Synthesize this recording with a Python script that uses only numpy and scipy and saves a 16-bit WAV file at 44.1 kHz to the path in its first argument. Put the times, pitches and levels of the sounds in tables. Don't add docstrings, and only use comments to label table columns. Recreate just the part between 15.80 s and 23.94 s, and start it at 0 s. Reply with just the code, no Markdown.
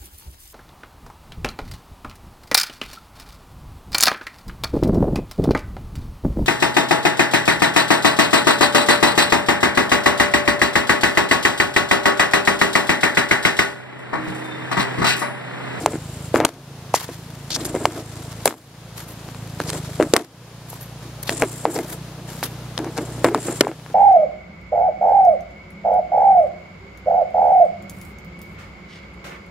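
import sys
import numpy as np
from scipy import signal
from scipy.fft import rfft, irfft, next_fast_len
from scipy.io import wavfile
from scipy.ndimage import uniform_filter1d

SR = 44100
rng = np.random.default_rng(int(sys.argv[2]) if len(sys.argv) > 2 else 0)


def dump_mix(stems):
    frames = np.atleast_2d(stems).T
    limited = np.clip(frames, -1, 1)
    pcm = np.round(limited * 32767).astype(np.int16)
    wavfile.write(sys.argv[1], SR, pcm)


N = 358974
T = np.arange(N) / SR

# (frequency [Hz], relative density [dB per Hz])
SCRAPE = [(530, -30), (900, 1.5), (1850, -2), (2830, -7.5), (3190, -5), (3470, -5), (4520, -6), (5890, -7),
          (7490, -9), (8050, -11.5), (12700, -5.5), (15100, -20), (16000, -10.5)]
# (frequency [Hz], relative level [dB], t60 [s])
BLADE = [(713, -4.5, 0.014), (953, -5, 0.01), (1295, -6, .011), (1626, -5.5, .009), (2086, -6, 0.01),
         (2697, -10.5, 0.0098), (3880, -11.5, 0.0098)]
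HUSH_DIP_SHARE = 0.62
CHATTER_TOP_HZ = 2300


def undb(db):
    return np.exp(np.asarray(db) * np.log(10) / 20)


def unit(x):
    return x / np.sqrt(np.mean(x ** 2))


def fade(t, t60):
    return np.exp(-np.log(1000) * t / t60)


def lowpass(x, hz, order=2):
    return signal.sosfilt(signal.butter(order, hz, fs=SR, output="sos"), x)


def highpass(x, hz):
    return signal.sosfilt(signal.butter(2, hz, "high", fs=SR, output="sos"), x)


def resonate(x, hz, q):
    return signal.lfilter(*signal.iirpeak(hz, q, SR), x)


def colour(x, table):
    hz, db = np.transpose(table)
    size = next_fast_len(N)
    f = np.arange(size // 2 + 1) * SR / size + 1
    gain = undb(np.interp(np.log(f), np.log(hz), db))
    return irfft(rfft(x, size) * gain, size)[..., :N]


def wide(x, table, alike):
    # (frequency [Hz], side minus mid [dB])
    side_width = [(60, -32), (110, -51), (200, -20), (380, -18), (700, -19), (1290, -8), (2380, -4),
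                  (4400, -1.5), (8120, 0), (15000, 3)]
    mid, other = colour(x, table)
    late = np.imag(signal.hilbert(mid, next_fast_len(N)))[:N]
    late = highpass(late, 2500)
    side = colour(alike * late + np.sqrt(1 - alike ** 2) * other, side_width)
    return np.array([mid + side, mid - side]) / np.sqrt(np.mean(mid ** 2))


def walk(rate):
    k = int(SR / rate)
    steps = np.repeat(rng.standard_normal(N // k + 1), k)
    return unit(uniform_filter1d(steps, k)[:N])


def dip_db():
    # (time [s], depth before recovery sets in [dB])
    dips = [(0.62, 31), (1.14, 10.5), (2.06, 11.5), (2.655, 41.5), (4.36, 37.5), (5.63, 4.5), (5.85, 7.5),
            (7.47, 9.5), (7.82, 16.5)]
    fall_s, back_s, creep_s, creep_share = 0.054, 0.14, 0.85, 0.15
    out, coarse = 0, T[::64]
    for s, depth_db in dips:
        t = np.maximum(coarse - s, 0)
        back = (1 - creep_share) * np.exp(-t / back_s) + creep_share * np.exp(-t / creep_s)
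        out = out - depth_db * (1 - np.exp(-t / fall_s)) * back
    return np.interp(T, coarse, out)


def hush():
    # (frequency [Hz], relative density [dB per Hz])
    air = [(25, -15), (50, -15), (130, 8), (300, -8.5), (500, -4), (1000, -7), (2000, -14), (4000, -15.5),
           (8000, -21.5), (12000, -25.5), (16000, -33)]
    level_db = -40.5 + 0.61 * walk(6.3) + HUSH_DIP_SHARE * dip_db()
    return wide(rng.standard_normal((2, N)), air, 0.13) * undb(level_db)


def engine():
    # (time [s], firing rate [Hz], level before dips [dB])
    idle = [(0.0, 26.7, -36), (0.32, 26.7, -33.5), (0.72, 27.93, -35.5), (1.09, 27.18, -34),
            (1.54, 27.6, -33.5), (2.2, 27.44, -32), (2.56, 27.5, -33.5), (3.02, 28.32, -33),
            (3.67, 27.57, -33), (3.97, 25.96, -29.5), (4.19, 26.66, -32.5), (4.49, 29.34, -35.5),
            (5.5, 29.07, -34.5), (5.73, 29.83, -33.5), (6.21, 29.4, -33.5), (7.25, 30.1, -33.5),
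            (7.46, 29.52, -32), (8.14, 30.7, -36.5)]
    # (frequency [Hz], relative level [dB])
    exhaust = [(28, -34), (55, -4.5), (82, -2.5), (88, -14), (109, 5), (150, 4), (165, 3.5), (180, -1),
               (200, -12.5), (220, -11), (250, -5.5), (275, -18.5), (300, -24), (360, -40)]
    s, rates, levels = np.transpose(idle)
    hz, level_db = np.interp(T, s, rates), np.interp(T, s, levels)
    turn = 2 * np.pi * np.cumsum(hz * (1 + 0.0039 * walk(25.2))) / SR
    pipe_hz, pipe_db = np.transpose(exhaust)
    hum = 0
    for k in range(1, 14):
        gain = undb(np.interp(k * hz, pipe_hz, pipe_db) + 1.8 * walk(4))
        hum = hum + gain * np.cos(k * turn + 0.042 * k * k)
    return unit(hum) * undb(level_db + dip_db())


def pings():
    # (time [s], level at the start [dB], frequency [Hz], width [Hz], t60 [s])
    goal_rings = [(1.144, -27, 1950, 120, .12), (3.17, -43, 11800, 35, 0.33), (3.3, -50, 11800, 35, .28),
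                  (5.011, -42, 11800, 35, 0.24), (6.7, -54, 11800, 35, 0.29)]
    out = np.zeros(N)
    for s, db, hz, width, t60 in goal_rings:
        at, t = int(s * SR), T[:int(t60 * SR)]
        ring = unit(resonate(rng.standard_normal(SR), hz, hz / width)[SR // 2:])
        out[at:at + len(t)] += undb(db) * fade(t, t60) * ring[:len(t)]
    return out


def ice(force):
    # (frequency [Hz], width [Hz], relative level [dB])
    sheet = [(258, 47.6, -4.5), (313.3, 24.3, 1), (344, 33, -1.5), (381, 39.4, -3.5), (445, 47, -4.5),
             (605, 90, -6.5), (690, 115, -7.5), (966, 310, -17), (1370, 340, -21)]
    out = 0
    for k, (hz, width, db) in enumerate(sheet):
        out = out + (-1) ** k * undb(db) * resonate(force, hz, hz / width)
    return out


def shaken(envelope):
    soft = lowpass(rng.standard_normal(N), 1300)
    return ice(soft * envelope) / np.std(ice(soft))


def throbs():
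    # (time [s], relative peak [dB], frequency [Hz])
    low_rings = [(0.038, -21, 336), (0.064, -17, 420), (0.139, -18, 307), (0.545, -13, 299),
                 (0.563, -14, 318), (0.571, -13, 318), (0.59, -20, 340), (0.606, -16, 328),
                 (0.619, -16, 320), (0.634, -20, 400), (1.771, -26, 296), (1.812, -23, 323),
                 (1.855, -24, 345), (1.957, -19, 355), (2.086, -23, 315), (2.662, -17, 388),
                 (3.808, -24, 277), (3.939, -26, 452), (4.203, -14, 420), (4.214, -13, 340),
                 (4.229, -16, 330), (4.243, -20, 300), (4.341, -12, 423), (5.536, -28, 439),
                 (5.64, -19, 380), (5.655, -22, 330), (5.862, -17, 450), (5.888, -22, 330),
                 (5.958, -18, 444), (5.992, -20, 350), (6.04, -27, 312), (6.987, -22, 323), (7.0, -21, 330),
                 (7.056, -23, 328), (7.065, -19, 326), (7.18, -24, 331), (7.202, -22, 304),
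                 (7.452, -13, 312), (7.476, -15, 330), (7.492, -19, 360), (7.513, -17, 420),
                 (7.527, -20, 340), (7.551, -15, 430), (7.571, -18, 300), (7.653, -22, 342),
                 (7.69, -16, 342), (7.817, -16, 400), (7.841, -18, 401), (7.882, -19, 328)]
    rise_s, t60_s, trim_db = .004, .065, -3.5
    out, t = np.zeros(N + SR), T[:SR // 8]
    shape = (1 - np.exp(-t / rise_s)) * fade(t, t60_s)
    shape = shape / shape.max()
    for s, db, hz in low_rings:
        at = int(s * SR)
        out[at:at + len(t)] += undb(db + trim_db) * shape * np.sin(2 * np.pi * hz * t)
    return out[:N]


def grains():
    size_db = 2.2 * rng.exponential(size=N)
    return rng.standard_normal((2, N)) * undb(size_db + 3.4 * walk(200))


def chatter():
    ticks_per_s = 800
    chance = rng.random((2, N))
    size = (1 - chance[1]) ** -.2
    ticks = (chance[0] < ticks_per_s / SR) * size * np.sign(rng.standard_normal(N))
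    out = 0
    for hz, db, t60 in BLADE:
        out = out + undb(db) * resonate(ticks, hz, hz * t60 / 2.3) * hz ** -0.3
    return unit(lowpass(out, CHATTER_TOP_HZ, 4))


def swell_db(s, hold):
    rise_share, start_db, fall_db_per_s = 0.28, -11.5, 450
    tail_db, tail_db_per_s = -18, 94
    at = slice(max(int((s - .1) * SR), 0), int((s + hold + .3) * SR))
    left = s + hold - T[at]
    rise = start_db * (1 - (T[at] - s) / (rise_share * hold))
    fall = np.maximum(fall_db_per_s * left, tail_db + tail_db_per_s * left)
    return at, np.minimum(np.minimum(rise, fall), 0)


def slide():
    # (start [s], length [s], hiss [dB], brightness: top minus hiss [dB],
    # puck glide [dB], relative rumble in the ice [dB])
    strokes = [(-0.01, 0.048, -42, -10, -41.5, -30.5), (0.057, 0.021, -54, 1, -52, -21.5),
               (0.095, 0.049, -50, 0, -40.5, -29.5), (0.134, 0.35, -53, 2, -47.5, -44),
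               (0.535, .04, -36, -3, -41, -30), (0.562, .024, -55, -10, -60, -19),
               (0.615, .03, -60, -10, -65, -24), (0.649, 0.037, -40.5, -14, -62, -33),
               (0.693, 0.081, -55, -18, -77, -46), (1.146, 0.016, -26.5, -25, -47, -32.5),
               (1.172, 0.069, -37.5, -1, -48, -54), (1.22, 0.12, -42, -9, -57, -55),
               (1.2, 0.51, -52, -4, -60, -50), (1.696, 0.05, -52, -2, -53, -41),
               (1.761, .14, -41, -6, -41, -30.5), (1.906, 0.17, -45, -7, -43, -29.5),
               (2.068, 0.14, -43, -11, -52, -33.5), (2.119, 0.57, -46, -11, -51, -42),
               (2.655, 0.011, -31, 5.5, -32, -24), (2.684, 0.031, -40.5, -16, -58, -33),
               (3.159, 0.062, -38.5, -3, -51, -40), (3.27, .05, -47.5, 6, -61, -43.5),
               (3.25, 0.61, -51, -3, -58, -46.5), (3.79, 0.026, -36, -13, -60, -37),
               (3.843, .06, -40, -12, -44, -35), (3.92, 0.06, -38, -8, -38.5, -31.5),
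               (3.978, 0.22, -43.5, -14, -48.5, -42), (4.196, 0.047, -46, -3, -43.5, -26.5),
               (4.239, 0.084, -51, 0, -47, -48), (4.34, 0.041, -40, -8, -48, -28),
               (4.378, .06, -48.5, -12, -62, -39), (4.871, 0.095, -45.5, 3, -51, -50),
               (5, 0.032, -46, 7, -61, -57), (5.204, .06, -49, -20, -75, -42),
               (5.452, 0.041, -37.5, 0, -55, -46), (5.492, 0.036, -37, -12, -39.5, -31),
               (5.526, 0.013, -50, 0, -34, -50), (5.53, 0.05, -43, -3, -46, -36.5),
               (5.569, .006, -50, 0, -32, -50), (5.595, .006, -48, 0, -31.5, -50),
               (5.61, 0.0033, -51, 0, -33.5, -50), (5.593, 0.048, -40, -11, -45, -25),
               (5.637, .2, -46, 3, -39, -41), (5.858, 0.046, -53, 2, -49, -29),
               (5.9, 0.055, -53, 13, -37.5, -46), (5.936, 0.055, -43, 5, -45, -25.5),
               (5.99, 0.067, -44, -2, -54, -36), (6.066, 0.076, -39, 5, -46, -39),
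               (6.0, 0.91, -75, -3, -80, -45), (6.473, .05, -40, -3, -48, -43),
               (6.52, 0.086, -46, 2, -49, -46), (6.626, 0.017, -29, 4, -55, -33),
               (6.981, .04, -66, -10, -66, -34), (7.048, 0.042, -60, -5, -66, -31),
               (7.11, .07, -60, 0, -53, -42), (7.155, 0.068, -46, -4, -50, -30),
               (7.214, .008, -50, 0, -45, -50), (7.22, 0.21, -50, -12, -52.5, -37),
               (7.25, .006, -45, -2, -42, -48), (7.287, .008, -52, 0, -46, -50),
               (7.327, 0.0071, -50, -3, -41.5, -50), (7.434, 0.036, -37, 0, -38, -27),
               (7.489, .09, -57, -7, -56, -28), (7.555, 0.25, -43, -3, -39, -39),
               (7.645, .075, -48, 7, -37.5, -25.5), (7.82, 0.078, -53, 0, -53, -33)]
    # (hiss [dB], brightness [dB], glide [dB], relative rumble [dB])
    rest = (-62, -10, -71, -46.5)
    # (frequency [Hz], relative density [dB per Hz])
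    glide_colour = [(5500, -13), (6600, -9.5), (7450, 4.5), (8000, 0.5), (8500, -2), (9500, -7.5),
                    (11000, -9.5), (13000, -62)]
    chatter_db, rumble_trim_db = -14, -2.5

    def gains(hiss, bright, glide, rumble):
        return undb([[hiss], [hiss + bright], [glide], [rumble]])

    level = gains(*rest) * undb(HUSH_DIP_SHARE * dip_db())
    for s, hold, *db in strokes:
        at, edge_db = swell_db(s, hold)
        level[:, at] = np.hypot(level[:, at], gains(*db) * undb(edge_db))
    hiss_level, top_level, glide_level, rumble_level = level
    grit = wide(grains(), SCRAPE, 0.36)
    top = highpass(grit, 7000)
    hiss = (grit - top) * hiss_level + top * top_level
    glide = wide(grains(), glide_colour, 0.17) * glide_level
    rumble = shaken(rumble_level * undb(rumble_trim_db + 2.5 * walk(40)))
    return hiss + glide + rumble + undb(chatter_db) * chatter() * rumble_level


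def scuffs():
    # (time [s], length [s], level before the fade [dB], centre frequency [Hz])
    rasps = [(1.139, 0.024, -23.5, 7400), (1.703, 0.03, -25.5, 4600), (1.739, 0.023, -24, 5300),
             (1.806, 0.0092, -31.5, 4000), (1.848, 0.017, -26, 8900), (2.6562, .002, -7, 8300),
             (5.4937, .0012, -13, 3500), (6.9778, .001, -19, 4200), (6.9885, .0015, -27, 6500),
             (7.043, .004, -36, 7500), (7.8085, .002, -3, 2400), (7.8085, .0015, -12, 9000),
             (3.872, .025, -31, 5000), (5.429, 0.005, -28, 12500), (5.473, 0.017, -34, 3700),
             (5.951, 0.015, -35, 5140), (6.631, 0.016, -29, 4050), (6.648, 0.028, -41, 3000),
             (5.601, .012, -43, 13050), (4.898, 0.0093, -38, 13000), (7.166, 0.018, -34.5, 6000)]
    out, grit = np.zeros((2, N)), wide(grains(), SCRAPE, 0.76)
    for s, length, db, hz in rasps:
        at = slice(int(s * SR), int((s + length + 0.055) * SR))
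        rasp = resonate(resonate(grit[:, at], hz, 1.2), hz, 1.2)
        over = np.maximum(T[at] - s - length, 0)
        out[:, at] += undb(db) * unit(rasp) * np.exp(-over / min(.004, length / 2))
    return out


def thump(cycles):
    bell = np.exp(-(cycles / np.where(cycles < 0, .45, .75)) ** 2)
    return np.cos(2 * np.pi * cycles) * bell


def knock(t, hard):
    scatter_db, detune, boost_db = 1.5, .1, 2.5
    held_share = .55
    soft_tilt_db = -7
    out = 0
    for (hz, db, t60), g, d in zip(BLADE, *rng.standard_normal((2, len(BLADE)))):
        tilt_db = (1 - hard) * soft_tilt_db * np.log2(hz / 1000)
        wave = np.sin(2 * np.pi * hz * (1 + detune * d) * t) * fade(t, held_share * t60)
        out = out + undb(boost_db + db + tilt_db + scatter_db * g) * wave
    return out


def blows():
    # (time [s], thump peak [dB], thump frequency [Hz], relative ice ring [dB],
    # relative knock [dB], crack [dB], left minus right of the crack [dB])
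    hits = [(0.061, 2.5, 750, -19, -13, -12.5, -4), (0.134, -20, 420, -22, -35, -55, 5),
            (0.1559, -16, 330, -31, -32, -50, 9), (0.543, 0, 475, -11, -17, -30, 2),
            (0.551, -16, 700, -25, -23, -45, 3), (0.559, -4, 1050, -20, -9, -34, 9),
            (0.566, -22, 600, -23, -22, -40, 6), (0.587, -15, 816, -32, -31, -45, 3),
            (0.6025, -2.5, 540, -11, -14, -22, 5), (0.611, -14, 800, -22, -19, -45, 3),
            (0.628, -21, 848, -28, -34, -45, 12), (0.637, -26, 537, -21.5, -39, -51, 0),
            (0.6499, -3, 1000, -39, -1, -2.5, 3), (0.6532, -6, 810, -30, -11.5, -18, 0),
            (0.667, -29, 800, -40, -25, -45, 2), (0.6909, -36, 441, -41, -27, -39, 3),
            (1.142, 4.5, 784, -41, -30, -37, 1), (1.215, -23, 810, -43, -35, -37, -5),
            (1.2902, -23.5, 406, -25, -33, -49, 1), (1.7054, -26, 648, -49, -51, -21.5, -14),
            (1.7623, -16.5, 1002, -23, -21, -19, -5), (1.8528, -28, 344, -30, -29, -20.5, -7),
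            (1.9445, -16, 500, -30, -32, -50, 4), (1.95, -8, 416, -20, -32, -38, 4),
            (1.961, -15, 420, -24, -34, -50, 5), (2.0549, 3.5, 788, -17, 1, -10.5, 0),
            (2.658, 0, 590, -22, -6.5, -11, 4), (2.6715, -12, 500, -30, -25, -40, 2),
            (2.6768, -12, 1085, -19.5, -9, -8.5, 2), (2.7085, -20, 930, -41, -25, -40, -3),
            (2.726, -42, 562, -43, -32, -52, 5), (2.7405, -28, 744, -38, -43, -53, 6),
            (3.489, -42, 276, -40, -30, -50, -1), (3.5473, -30, 795, -36, -33, -43, 3),
            (3.8024, -18.5, 401, -21, -15, -29, -2.5), (3.8937, -27, 485, -32, -38, -24, -13),
            (3.902, -22, 958, -48, -35, -16, -6), (3.9321, -25, 450, -26, -24, -25, 1),
            (4.2, 2, 487, -11, -30, -44, 6), (4.21, -11, 500, -24, -24, -44, 3),
            (4.2258, -9, 1200, -20, -18, -26, 8), (4.3372, 4, 402, -18, -2, -1.5, 1.5),
            (4.343, -15, 800, -24, -15, -35, 3), (4.3593, -10, 816, -17, -23, -42, 2),
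            (4.3646, -0.5, 980, -37, -4, -4, -1), (4.369, -19, 900, -38, -17, -26, 0),
            (4.3791, -19, 1102, -43, -28, -40, 4), (4.3946, -47, 350, -28, -36, -37, 10),
            (4.9306, -23, 741, -47, -46, -40, -1), (5.4341, -31, 416, -43, -48, -25.5, -5),
            (5.494, -33, 887, -31, -12, -16.5, 0), (5.622, -8, 1300, -13, -5, -22, 2.5),
            (5.627, -7, 580, -18, -24, -45, 2), (5.6335, -13, 540, -22, -30, -48, 2),
            (5.854, 0, 680, -12.5, -13, -25, 2), (5.963, -14, 613, -19, -31, -34, 10),
            (5.9889, -15, 519, -21, -45, -28, 10), (6.6291, -23, 708, -28, -16.5, -26, -1.5),
            (6.9777, -25, 900, -22, -23, -30, -1), (6.9915, -18.5, 634, -23, -25, -45, 7),
            (7.0453, -28, 700, -26, -29, -45, 2), (7.066, -26, 400, -24, -40, -55, 1),
            (7.172, -27, 800, -24, -27, -32, 1), (7.1785, -23, 595, -21, -23, -25, 1),
            (7.185, -21, 560, -24, -25, -34, 1), (7.4449, 1, 480, -7.5, -2, -11, 3),
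            (7.4502, -12, 900, -18, -12, -35, 3), (7.455, -18, 603, -20, -21, -40, 3),
            (7.471, -21, 604, -14.5, -27, -40, 8), (7.4864, -18, 846, -22, -28, -39, 13),
            (7.5469, 1, 900, -11.5, -23, -17.5, -5), (7.5767, -19, 283, -23, -32, -36, 9),
            (7.6842, -11, 400, -19, -28, -40, -1), (7.8087, 1, 2300, -40, -20, -12, 0),
            (7.8095, 3, 400, -16, -12, -9, 0), (7.8128, -7, 480, -26, -14, -22, 0),
            (7.836, -27, 848, -24, -28, -56, 9), (7.849, -36, 668, -33, -28, -54, 10),
            (7.87, -7, 720, -28, -30, -52, -1), (7.881, -22, 333, -22, -40, -49, 2),
            (7.9158, -33, 410, -31, -27, -56, 3), (7.9981, -60, 278, -42, -39, -52, 4),
            (8.063, -44, 611, -48, -32.5, -55, 4), (8.1009, -33, 322, -33, -37, -51, 4)]
    # (frequency [Hz], relative density [dB per Hz])
    crack_colour = [(1180, -10), (2000, -1), (2880, -3.5), (3940, 1), (4690, -1), (6470, -4), (8480, 0.5),
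                    (10200, -9.5), (14300, -17), (16000, -27)]
    strike_db, rattle_db = 33, -6
    rattle_t60_s, rattle_rise_s = 0.08, 0.00075
    chatter_db, chatter_t60_s = -9, .06
    dull_hz, low_cut_hz = 4000, 110
    strike, rattle, shake = np.zeros((3, N + SR))
    body, hard_crack, soft_crack = np.zeros((3, 2, N + SR))
    t, short, lead = T[:SR // 8], T[:SR // 40], SR // 200
    for s, peak_db, hz, ring_db, knock_db, crack_db, pan_db in hits:
        at, pan = int(s * SR), undb(np.array([[pan_db], [-pan_db]]) / 2)
        early = at - int(.15 * SR / hz)
        long_span, ring = slice(at, at + len(t)), undb(ring_db)
        hard = np.clip((crack_db - peak_db + 32.0) / 18, 0, 1)
        swing = thump(hz * (short - lead / SR) - .25)
        body[:, at - lead:at - lead + len(short)] += undb(peak_db) * pan ** 0.099 * swing
        body[:, early:early + len(short)] -= undb(knock_db) * pan ** 1.3 * knock(short, hard)
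        strike[at] += ring
        rattle[long_span] += ring * fade(t, rattle_t60_s) * (1 - np.exp(-t / rattle_rise_s))
        shake[long_span] += ring * undb(chatter_db) * fade(t, chatter_t60_s)
        burst = undb(crack_db) * pan * fade(t, 0.01 - 0.00003 * crack_db)
        hard_crack[:, early:early + len(t)] += hard * burst
        soft_crack[:, early:early + len(t)] += (1 - hard) * burst
    sheet_ring = undb(strike_db) * ice(strike[:N]) + undb(rattle_db) * shaken(rattle[:N])
    sheet_ring = lowpass(sheet_ring, CHATTER_TOP_HZ)
    body = highpass(body, low_cut_hz)[:, :N]
    snap = wide(rng.standard_normal((2, N)), crack_colour, 0.59)
    dull = unit(lowpass(snap, dull_hz))
    crack = hard_crack[:, :N] * snap + soft_crack[:, :N] * dull
    return body + sheet_ring + shake[:N] * chatter() + crack


def scene():
    return hush() + engine() + pings() + throbs() + slide() + scuffs() + blows()


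def record(dry):
    # (frequency [Hz], left minus right [dB])
    port_lean = [(60, 1.5), (110, -1), (200, 0.3), (380, 0), (700, 0.2), (1290, 2.2), (2380, 1.6),
                 (4400, -0.5), (8120, 1), (15000, 1)]
    notch_hz, notch_width_hz, top_hz = 7890, 300, 15700
    lean = [[(hz, side * db / 2) for hz, db in port_lean] for side in (1, -1)]
    x = np.array([colour(channel, table) for channel, table in zip(dry, lean)])
    x = signal.lfilter(*signal.iirnotch(notch_hz, notch_hz / notch_width_hz, SR), x)
    clipped = np.clip(x, -.98, .98)
    return signal.sosfilt(signal.ellip(10, .2, 80, top_hz, fs=SR, output="sos"), clipped)


dry = scene()
out = record(dry)
dump_mix(out)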